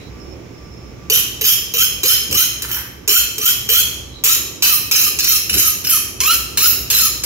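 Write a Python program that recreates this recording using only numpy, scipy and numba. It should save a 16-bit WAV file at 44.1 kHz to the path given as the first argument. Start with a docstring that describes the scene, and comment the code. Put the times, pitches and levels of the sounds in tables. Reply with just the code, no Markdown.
"""A hard-walled kitchen, heard on a phone microphone across the room, over an appliance hum.
A little to the right, a knife is whetted on a handheld steel, about three strokes a second.
Each stroke lands with a clink, drags lightly, bites and lifts off. Tiny slips of the edge ring
blade and rod, and the blade's resonances glide as the contact travels."""
import sys
import numpy as np
from scipy import signal
from scipy.fft import rfft, irfft
from scipy.io import wavfile
from scipy.ndimage import uniform_filter1d, minimum_filter1d, map_coordinates
from numba import njit

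SR = 44100
rng = np.random.default_rng(int(sys.argv[2]) if len(sys.argv) > 2 else 0)


def inscribe(sig):
    """Save sig as 16-bit PCM at rate SR to the path in sys.argv[1].

    A 1-D sig is mono; a 2-D sig holds one channel per row.
    Samples are clipped to [-1, 1] before scaling.
    """
    pcm = np.round(np.clip(np.atleast_2d(sig).T, -1, 1) * 32767)
    wavfile.write(sys.argv[1], SR, pcm.astype(np.int16))


N = 320072
TIME = np.arange(N) / SR

# spectrum of the room tone: frequency_hz, level_db
ROOM_COLOUR = [(25, -14), (42, -17), (62, 7.5), (90, -1.5), (130, -1.5), (230, -8), (380, -8), (680, -20.5),
               (1200, -23.5), (1750, -28), (2300, -23.5), (3000, -30), (4600, -35.5), (5400, -26),
               (6100, -33), (7000, -32.5), (7900, -48), (16000, -42)]
# hum and whine of the appliances: pitch_hz, level_db
HUM_TONES = [(59.5, -51), (119, -49.5), (1170, -60.5)]
# faint background whistles and hisses: start_s, end_s, pitch_hz, width_hz, level_db
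WHISTLES = [(0, 0.097, 3970, 80, -48.5), (0, 0.05, 2240, 900, -45), (0.193, .36, 5340, 30, -49),
            (0.542, 0.912, 5310, 30, -51), (4.133, 4.22, 3970, 78.06, -40.5)]
# Three ways of drawing the knife: drag_db (rub before the bite), heel_treble_db, tip_treble_db,
# clink_treble_db, from_hz, to_hz (glide of the bending tone), belly (share of the stroke where it
# peaks), overtone_db (its partners), rod_db, knock_db. Drag, rod and knock are relative to the scrape.
# quick, away from the body: the tone rises, the rod rings, the handle knocks
AWAY = dict(drag_db=-2, heel_treble_db=-0.5, tip_treble_db=10, clink_treble_db=0.5, from_hz=1020, to_hz=1516, belly=0.79, overtone_db=2, rod_db=-6.5, knock_db=-5)
# longer, back towards the hand: the tone falls and the rod is damped
BACK = dict(drag_db=1, heel_treble_db=-2.5, tip_treble_db=11, clink_treble_db=-5.5, from_hz=1660, to_hz=1206, belly=0.97, overtone_db=-13, rod_db=-15.5, knock_db=-17.5)
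# hard: duller, with a wide rising tone and strong overtones
DOWN = dict(drag_db=2.5, heel_treble_db=3, tip_treble_db=4, clink_treble_db=-4, from_hz=960, to_hz=1520, belly=0.62, overtone_db=4, rod_db=-14, knock_db=-15.5)
# knife strokes: start_s, bite_after_s, lift_after_s, clink_db, scrape_db, bend_db, way
STROKES = [(1.099, 0.0067, 0.093, -4, -10, -35, AWAY), (1.411, 0.044, 0.12, -11.5, -11.5, -36, AWAY),
           (1.738, 0.047, 0.11, -11, -13, -21, AWAY), (2.033, 0.012, 0.1, -6, -11, -25, AWAY),
           (2.311, 0.041, .13, -15, -13.5, -22, AWAY), (2.621, 0.08, 0.17, -11.5, -26.5, -39, AWAY),
           (3.077, 0.043, 0.12, -5, -12, -21.5, AWAY), (3.381, 0.038, .12, -12, -13.5, -22, AWAY),
           (3.689, 0.045, .11, -14, -9, -19, AWAY), (4.238, 0.025, 0.11, 0, -12.5, -31, DOWN),
           (4.623, .005, 0.12, 2.5, -14.5, -20.5, BACK), (4.912, 0.043, .17, -1.5, -15, -25.5, BACK),
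           (5.188, 0.054, .177, -6.5, -15.5, -27, BACK), (5.495, 0.037, .2, -23, -14.5, -29, BACK),
           (5.842, 0.019, .125, -22, -14, -19.5, BACK), (6.204, 0.041, .15, -4.5, -15.5, -17.5, DOWN),
           (6.573, 0.023, .105, -4, -14.5, -18.5, DOWN), (6.901, 0.069, 0.17, 0, -15, -22, BACK),
           (7.236, .06, 0.3, -9, -10.5, -40, BACK)]
# spectrum of a clink: frequency_hz, level_db
CLINK_COLOUR = [(450, -30), (850, -5), (1100, 3), (2000, -6), (2700, 9), (3500, 3), (5300, 6.5), (7100, 9),
                (7700, 2), (9500, 0.5), (10500, 7.5), (13000, 6.5), (15700, 8.5)]
# spectrum of the rasp: frequency_hz, level_db
RASP_COLOUR = [(450, -32), (850, -25), (1080, -2.5), (2000, -2), (2600, 0), (3550, -4.5), (4200, 3),
               (4700, -7), (5300, 4), (7100, 1), (7550, -11), (9500, -9), (10300, -0.5), (12700, 0),
               (15700, -4.5)]
# the blade's main bending tone and two that glide with it: pitch_ratio, level_db
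BEND_PARTIALS = [(1, 0), (2.15, -3), (3.02, -6)]
# free ringing of the steel: pitch_hz, t60_s, level_db
STEEL_MODES = [(1290, 0.5, -24), (2360, 0.7, -11), (2554, 0.16, 9.5), (2660, 0.07, 14), (3144, 0.42, -10),
               (4010, 0.07, 3), (4250, 0.064, -4.5), (5400, 0.13, 5), (5260, 0.054, 7), (5500, 0.11, -25),
               (6780, 0.13, 1.5), (6870, 0.13, -2), (8490, 0.056, 3.5), (10520, 0.18, -21),
               (11800, 0.35, -14), (11740, 0.28, 11), (13300, 0.18, 9.5), (12450, 0.14, 13),
               (14270, 0.069, 11), (15600, 0.13, 8)]
# soft low bumps: centre_s, level_db
BUMPS = [(2.34, -27), (5.569, -25.5)]
# the blade slides without biting: centre_s, spread_s, level_db
SKIDS = [(2.646, 0.041, -35), (2.76, 0.043, -29.5)]
# the tip springs off the rod: start_s, level_db, treble_tilt (a power of frequency)
FLICKS = [(4.75, -13, 0.72), (6.671, -0.5, 2.9)]
# the hands, seen from the microphone: time_s, left_lag_samples, left_minus_right_db
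HAND_POSITIONS = [(1, 6.83, -2.5), (4, 5.86, -1.5), (5.3, 5.54, -2.2), (6.301, 1.33, -1.4),
                  (7.2, 4.5, -1.6)]


def undb(db):
    """Decibels to gain."""
    return 10 ** (np.asarray(db) / 20)


def unit(x):
    """Scale to rms 1."""
    return x / np.sqrt(np.mean(x ** 2) + 1e-18)


def add(out, start_s, x):
    """Mix x into out from start_s."""
    i = max(int(start_s * SR), 0)
    out[i:i + len(x)] += x[:len(out) - i]


def walk(n, rate_hz):
    """Smooth random wander, spread near 1."""
    hold = max(int(SR / rate_hz), 1)
    return 1.3 * uniform_filter1d(np.repeat(rng.standard_normal(n // hold + 1), hold), hold)[:n]


def colour(x, points, size=8192):
    """Causal filter through (frequency_hz, level_db) points that keeps the power of white noise."""
    hz, db = np.transpose(points)
    log_hz = np.log(np.fft.rfftfreq(size, 1 / SR) + 1)
    gain = unit(undb(np.interp(log_hz, np.log(hz), db)))
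    cepstrum = irfft(np.log(gain))
    cepstrum[1:size // 2] *= 2  # fold to minimum phase
    cepstrum[size // 2 + 1:] = 0
    return signal.fftconvolve(x, irfft(np.exp(rfft(cepstrum))))[:len(x)]


@njit
def moving_bandpass(x, hz, width_hz):
    """State-variable band-pass whose centre moves."""
    out, band_state, low_state = np.empty(len(x)), 0., 0.
    for i in range(len(x)):
        g, damping = np.tan(np.pi * hz[i] / SR), width_hz / hz[i]
        band = (band_state + g * (x[i] + 1e-18 - low_state)) / (1 + g * (g + damping))
        band_state, low_state = 2 * band - band_state, low_state + 2 * g * band
        out[i] = damping * band
    return out


def resonate(x, hz, width_hz):
    """One resonance, steady or gliding, that keeps about the power of white noise."""
    hz = np.clip(hz + np.zeros(len(x)), 20, SR * .45)
    warp = np.mean(np.sinc(2 * hz / SR))
    return moving_bandpass(x, hz, float(width_hz / warp)) * np.sqrt(SR / (np.pi * width_hz))


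def steep_band(x, hz, width_hz):
    """Two resonances in series, scaled to rms 1."""
    return unit(resonate(resonate(x, hz, width_hz), hz, 2 * width_hz))


def brighten(x, treble_db, split_hz=8500):
    """Tip the balance between the treble and what lies below it."""
    low = signal.sosfiltfilt(signal.butter(2, split_hz, fs=SR, output="sos"), x)
    return low * undb(-treble_db / 2) + (x - low) * undb(treble_db / 2)


def room_tone(level_db=-37, waver_db=-1.36, mono_below_hz=380):
    """Steady noise all round the microphone, alike on both channels in the bass."""
    mid, side = (colour(rng.standard_normal(N), ROOM_COLOUR) for _ in range(2))
    side = signal.sosfilt(signal.butter(1, mono_below_hz, "high", fs=SR, output="sos"), side)
    return undb(level_db + waver_db * walk(N, 2.165)) * np.array([mid + side, mid - side])


def appliance_hum(waver_db=3):
    """Appliances hum and whine, each tone wavering in level and phase."""
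    return sum(undb(db + waver_db * walk(N, 9.9))
               * unit(np.sin(2 * np.pi * hz * TIME + 0.32 * walk(N, 2.0))) for hz, db in HUM_TONES)


def whistles():
    """Faint high bands of noise come and go in the background."""
    out = np.zeros((2, N))
    for start_s, end_s, hz, width_hz, db in WHISTLES:
        gate = uniform_filter1d(1. * ((TIME > start_s) & (TIME < end_s)), SR // 20)
        for channel in out:
            channel += undb(db) * gate * resonate(rng.standard_normal(N), hz, width_hz)
    return out


def drone(hz=330, width_hz=170, level_db=-44, waver_db=4):
    """A dull uneven drone off to the right."""
    noise = steep_band(rng.standard_normal(N), hz, width_hz)
    return noise * undb(level_db + waver_db * walk(N, 4.2)) * undb([[-12], [0]])


def pinned_blade(force, travel, width_hz=50, scatter_db=2.5, swing=.065, turns=.85):
    """The rod pins the blade at a moving point, so its high modes arch up and down."""
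    out = 0
    for hz in np.linspace(3000, 15000, 20):
        phase, offset, loudness = rng.standard_normal(3)
        arch = np.cos(2 * np.pi * (turns * (travel - .5) + .2 * phase))
        glide_hz = hz * (1 + swing * (arch + offset / 3))
        out = out + undb(scatter_db * loudness) * resonate(force, glide_hz, width_hz)
    return out * np.std(force) / np.std(out)


def landing_clinks(decay_s=0.0048, tick_db=-2, ring_db=-4):
    """The blade lands on the rod with a tick and a short ring."""
    out = np.zeros(N)
    t = np.arange(SR // 5) / SR
    for start_s, _, _, clink_db, _, _, way in STROKES:
        force = rng.standard_normal(len(t)) * np.exp(-t / decay_s)
        clink = undb(tick_db) * force + undb(ring_db) * pinned_blade(force, travel=0)
        add(out, start_s, undb(clink_db) * brighten(clink, way["clink_treble_db"]))
    return out


def unsteady_tone(hz, waver=0.0185, flutter_db=3.5, rate_hz=160):
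    """One mode, unsteady in pitch and strength."""
    n = len(hz)
    phase = 2 * np.pi * np.cumsum(hz * (1 + waver * walk(n, rate_hz))) / SR
    return unit(np.sin(phase) * undb(flutter_db * walk(n, rate_hz)))


def handle_knocks(hz=455, rise_s=0.0063, decay_s=0.028):
    """The handle gives a hollow knock, louder on a harder landing."""
    out = np.zeros(N)
    t = np.arange(SR // 5) / SR
    envelope = (1 - np.exp(-t / rise_s)) * np.exp(-t / decay_s)
    for start_s, _, _, clink_db, scrape_db, _, way in STROKES:
        knock = unsteady_tone(np.full(len(t), hz), waver=0.095, flutter_db=-0.5, rate_hz=112.4)
        add(out, start_s, undb(scrape_db + way["knock_db"] + clink_db / 2) * knock * envelope)
    return out


def edge_pressure(t, bite_s, lift_s, drag_db, settle_s=0.12, press_s=.035, release_s=0.043):
    """The landing's weight fades, then the hand presses the edge in until it lifts off."""
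    drag = undb(drag_db) * np.exp(-t / settle_s)
    firm = np.clip((t - bite_s) / press_s + .5, 0, 1)
    contact = np.clip((lift_s - t) / release_s + .5, 0, 1)
    return contact * (firm + (1 - firm) * drag)


def slips(n, per_second=7000, scatter_db=4, chatter_db=6, chatter_hz=260):
    """The edge catches and lets go thousands of times a second, in uneven bunches."""
    clicks = (rng.random(n) < per_second / SR) * rng.choice([-1, 1], n)
    sizes = undb(scatter_db * rng.standard_normal(n))
    return unit(clicks * sizes * undb(chatter_db * walk(n, chatter_hz)))


def edge_rasp(force, travel, way, grit_db=-4):
    """Slips ring the pinned blade; the scrape brightens towards the thin tip."""
    scrape = pinned_blade(force, travel) + undb(grit_db) * force
    treble_db = way["heel_treble_db"] + (way["tip_treble_db"] - way["heel_treble_db"]) * travel
    return brighten(scrape, treble_db)


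def blade_bending(travel, way, belly_spread=.15, floor=.24):
    """Friction keeps the bending tones singing, strongest as the rod passes the blade's belly."""
    swell = floor + np.exp(-.5 * ((travel - way["belly"]) / belly_spread) ** 2)
    hz = way["from_hz"] + (way["to_hz"] - way["from_hz"]) * travel
    return swell * sum(undb(db + (ratio > 1) * way["overtone_db"]) * unsteady_tone(ratio * hz)
                       for ratio, db in BEND_PARTIALS)


def rod_ring(force, travel, mid_hz=3110, hz_per_stroke=300, width_hz=210):
    """Slips ring the rod; its pitch climbs and settles."""
    climb = np.minimum(travel, .65) - .5 + .1 * rng.standard_normal()
    return steep_band(force, mid_hz + hz_per_stroke * climb, width_hz)


def knife_strokes(landing_share=0.36):
    """The edge is drawn along the rod, heel to tip: returns rasp, rod ring and bending tones."""
    rasp, rod, bends = np.zeros((3, N))
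    t = np.arange(SR // 3) / SR
    onset = np.minimum(t / .008, 1)
    for start_s, bite_s, lift_s, clink_db, scrape_db, bend_db, way in STROKES:
        travel = np.minimum(t / lift_s, 1.2)  # 0 at landing, 1 at lift-off
        drag_db = way["drag_db"] + landing_share * clink_db  # a harder landing drags harder
        pressure = edge_pressure(t, bite_s, lift_s, drag_db)
        force = slips(len(t)) * pressure
        add(rasp, start_s, undb(scrape_db) * edge_rasp(force, travel, way))
        add(bends, start_s, undb(bend_db) * blade_bending(travel, way) * pressure * onset)
        rod_gain = undb(scrape_db + way["rod_db"]) * np.sqrt(lift_s / t[-1])
        add(rod, start_s, rod_gain * rod_ring(force, travel))
    return rasp, rod, bends


def steel_ring(force, grip_db=3, detune=.003, contact_width_hz=45):
    """Rubbing blade and rod damp each other; the shifting grip weights and detunes each mode."""
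    out = np.zeros(N)
    total = np.sqrt(sum(undb(db) ** 2 for _, _, db in STEEL_MODES))
    for hz, t60_s, db in STEEL_MODES:
        gain = undb(db + grip_db * walk(N, 2.57)) / total
        width_hz = contact_width_hz + np.log(1000) / (np.pi * t60_s)
        out += gain * resonate(force, hz * (1 + detune * walk(N, 4.3)), width_hz)
    return out


def low_bumps(spread_s=0.034):
    """Two soft bumps in the background, brief swells of rumble."""
    spectrum = [(35, -55), (75, 7.5), (160, -4), (350, -3.5), (700, -20), (3000, -40)]
    rumble = colour(rng.standard_normal(N), spectrum)
    return rumble * sum(undb(db) * np.exp(-.5 * ((TIME - s) / spread_s) ** 2) for s, db in BUMPS)


def loose_skids(hz=1600, width_hz=900):
    """The blade slides without biting and gives a duller, lower rub."""
    pressure = sum(undb(db) * np.exp(-.5 * ((TIME - s) / spread_s) ** 2) for s, spread_s, db in SKIDS)
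    return pressure * steep_band(slips(N), hz, width_hz)


def tip_flicks(gain_db=-12, rise_s=0.0049):
    """The tip springs off the rod and the free modes sing on."""
    out = np.zeros(N)
    t = np.arange(SR // 2) / SR
    top_mode_hz = STEEL_MODES[-1][0]
    for start_s, db, tilt in FLICKS:
        ring = sum(undb(mode_db - 60 * t / t60_s) * (hz / top_mode_hz) ** tilt
                   * np.sin(2 * np.pi * (hz * t + rng.random())) for hz, t60_s, mode_db in STEEL_MODES)
        add(out, start_s, undb(db + gain_db) * ring * np.minimum(t / rise_s, 1))
    return out


def room_echo(early_s=0.0063, mid_t60_s=0.73, top_t60_s=0.41, early_db=-7, late_db=-5):
    """Quick reflections off counter and cupboards, then the ring of the hard walls."""
    t = np.arange(SR) / SR
    noise = rng.standard_normal(SR)
    low = signal.sosfiltfilt(signal.butter(2, 8000, fs=SR, output="sos"), noise)
    late = low * undb(-60 * t / mid_t60_s) + (noise - low) * undb(-60 * t / top_t60_s)
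    late *= np.minimum(t / .02, 1)
    early = (t > .001) * rng.standard_normal(SR) * np.exp(-t / early_s)
    return (undb(early_db) * unit(early) + undb(late_db) * unit(late)) / np.sqrt(SR)


def across_kitchen(wet, drier, direct_db=-3, drier_echo_db=-7, shade_db=1.65):
    """Sound crosses the room from the right: the left channel is later, softer and duller."""
    time_s, lag, pan_db = np.transpose(HAND_POSITIONS)
    lag, pan_db = np.interp(TIME, time_s, lag), np.interp(TIME, time_s, pan_db)
    right = wet + drier
    left = map_coordinates(right, [np.arange(N) - lag], order=5)
    channels = []
    for direct, side in ((left, 1), (right, -1)):
        echo = signal.fftconvolve(wet + undb(drier_echo_db) * drier, room_echo())[:N]
        heard = undb(direct_db) * direct + echo
        channels.append(brighten(heard, -side * shade_db) * undb(side * pan_db / 2))
    return np.array(channels)


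def scene(ring_db=-8, clink_drive_db=-2):
    """The whetting, heard across the kitchen over its background."""
    rasp, rod, bends = knife_strokes()
    clinks, knocks = landing_clinks(), handle_knocks()
    ring = undb(ring_db) * steel_ring(rasp + undb(clink_drive_db) * clinks)
    contact = colour(rasp, RASP_COLOUR) + colour(clinks, CLINK_COLOUR) + loose_skids()
    whetting = across_kitchen(wet=contact + ring + rod + tip_flicks(), drier=bends + knocks)
    background = room_tone() + appliance_hum() + whistles() + low_bumps()
    return whetting + background * undb([[-1.5], [1.5]]) + drone()


def record(dry, ceiling=.95, top_hz=15750):
    """The phone's limiter holds the peaks under full scale; the top is cut."""
    window = SR // 400
    allowed = np.minimum(ceiling / (np.abs(dry).max(axis=0) + 1e-9), 1)
    gain = uniform_filter1d(minimum_filter1d(allowed, window), window)
    return signal.sosfilt(signal.ellip(12, .2, 85, top_hz, fs=SR, output="sos"), dry * gain)


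dry = scene()
out = record(dry)
inscribe(out)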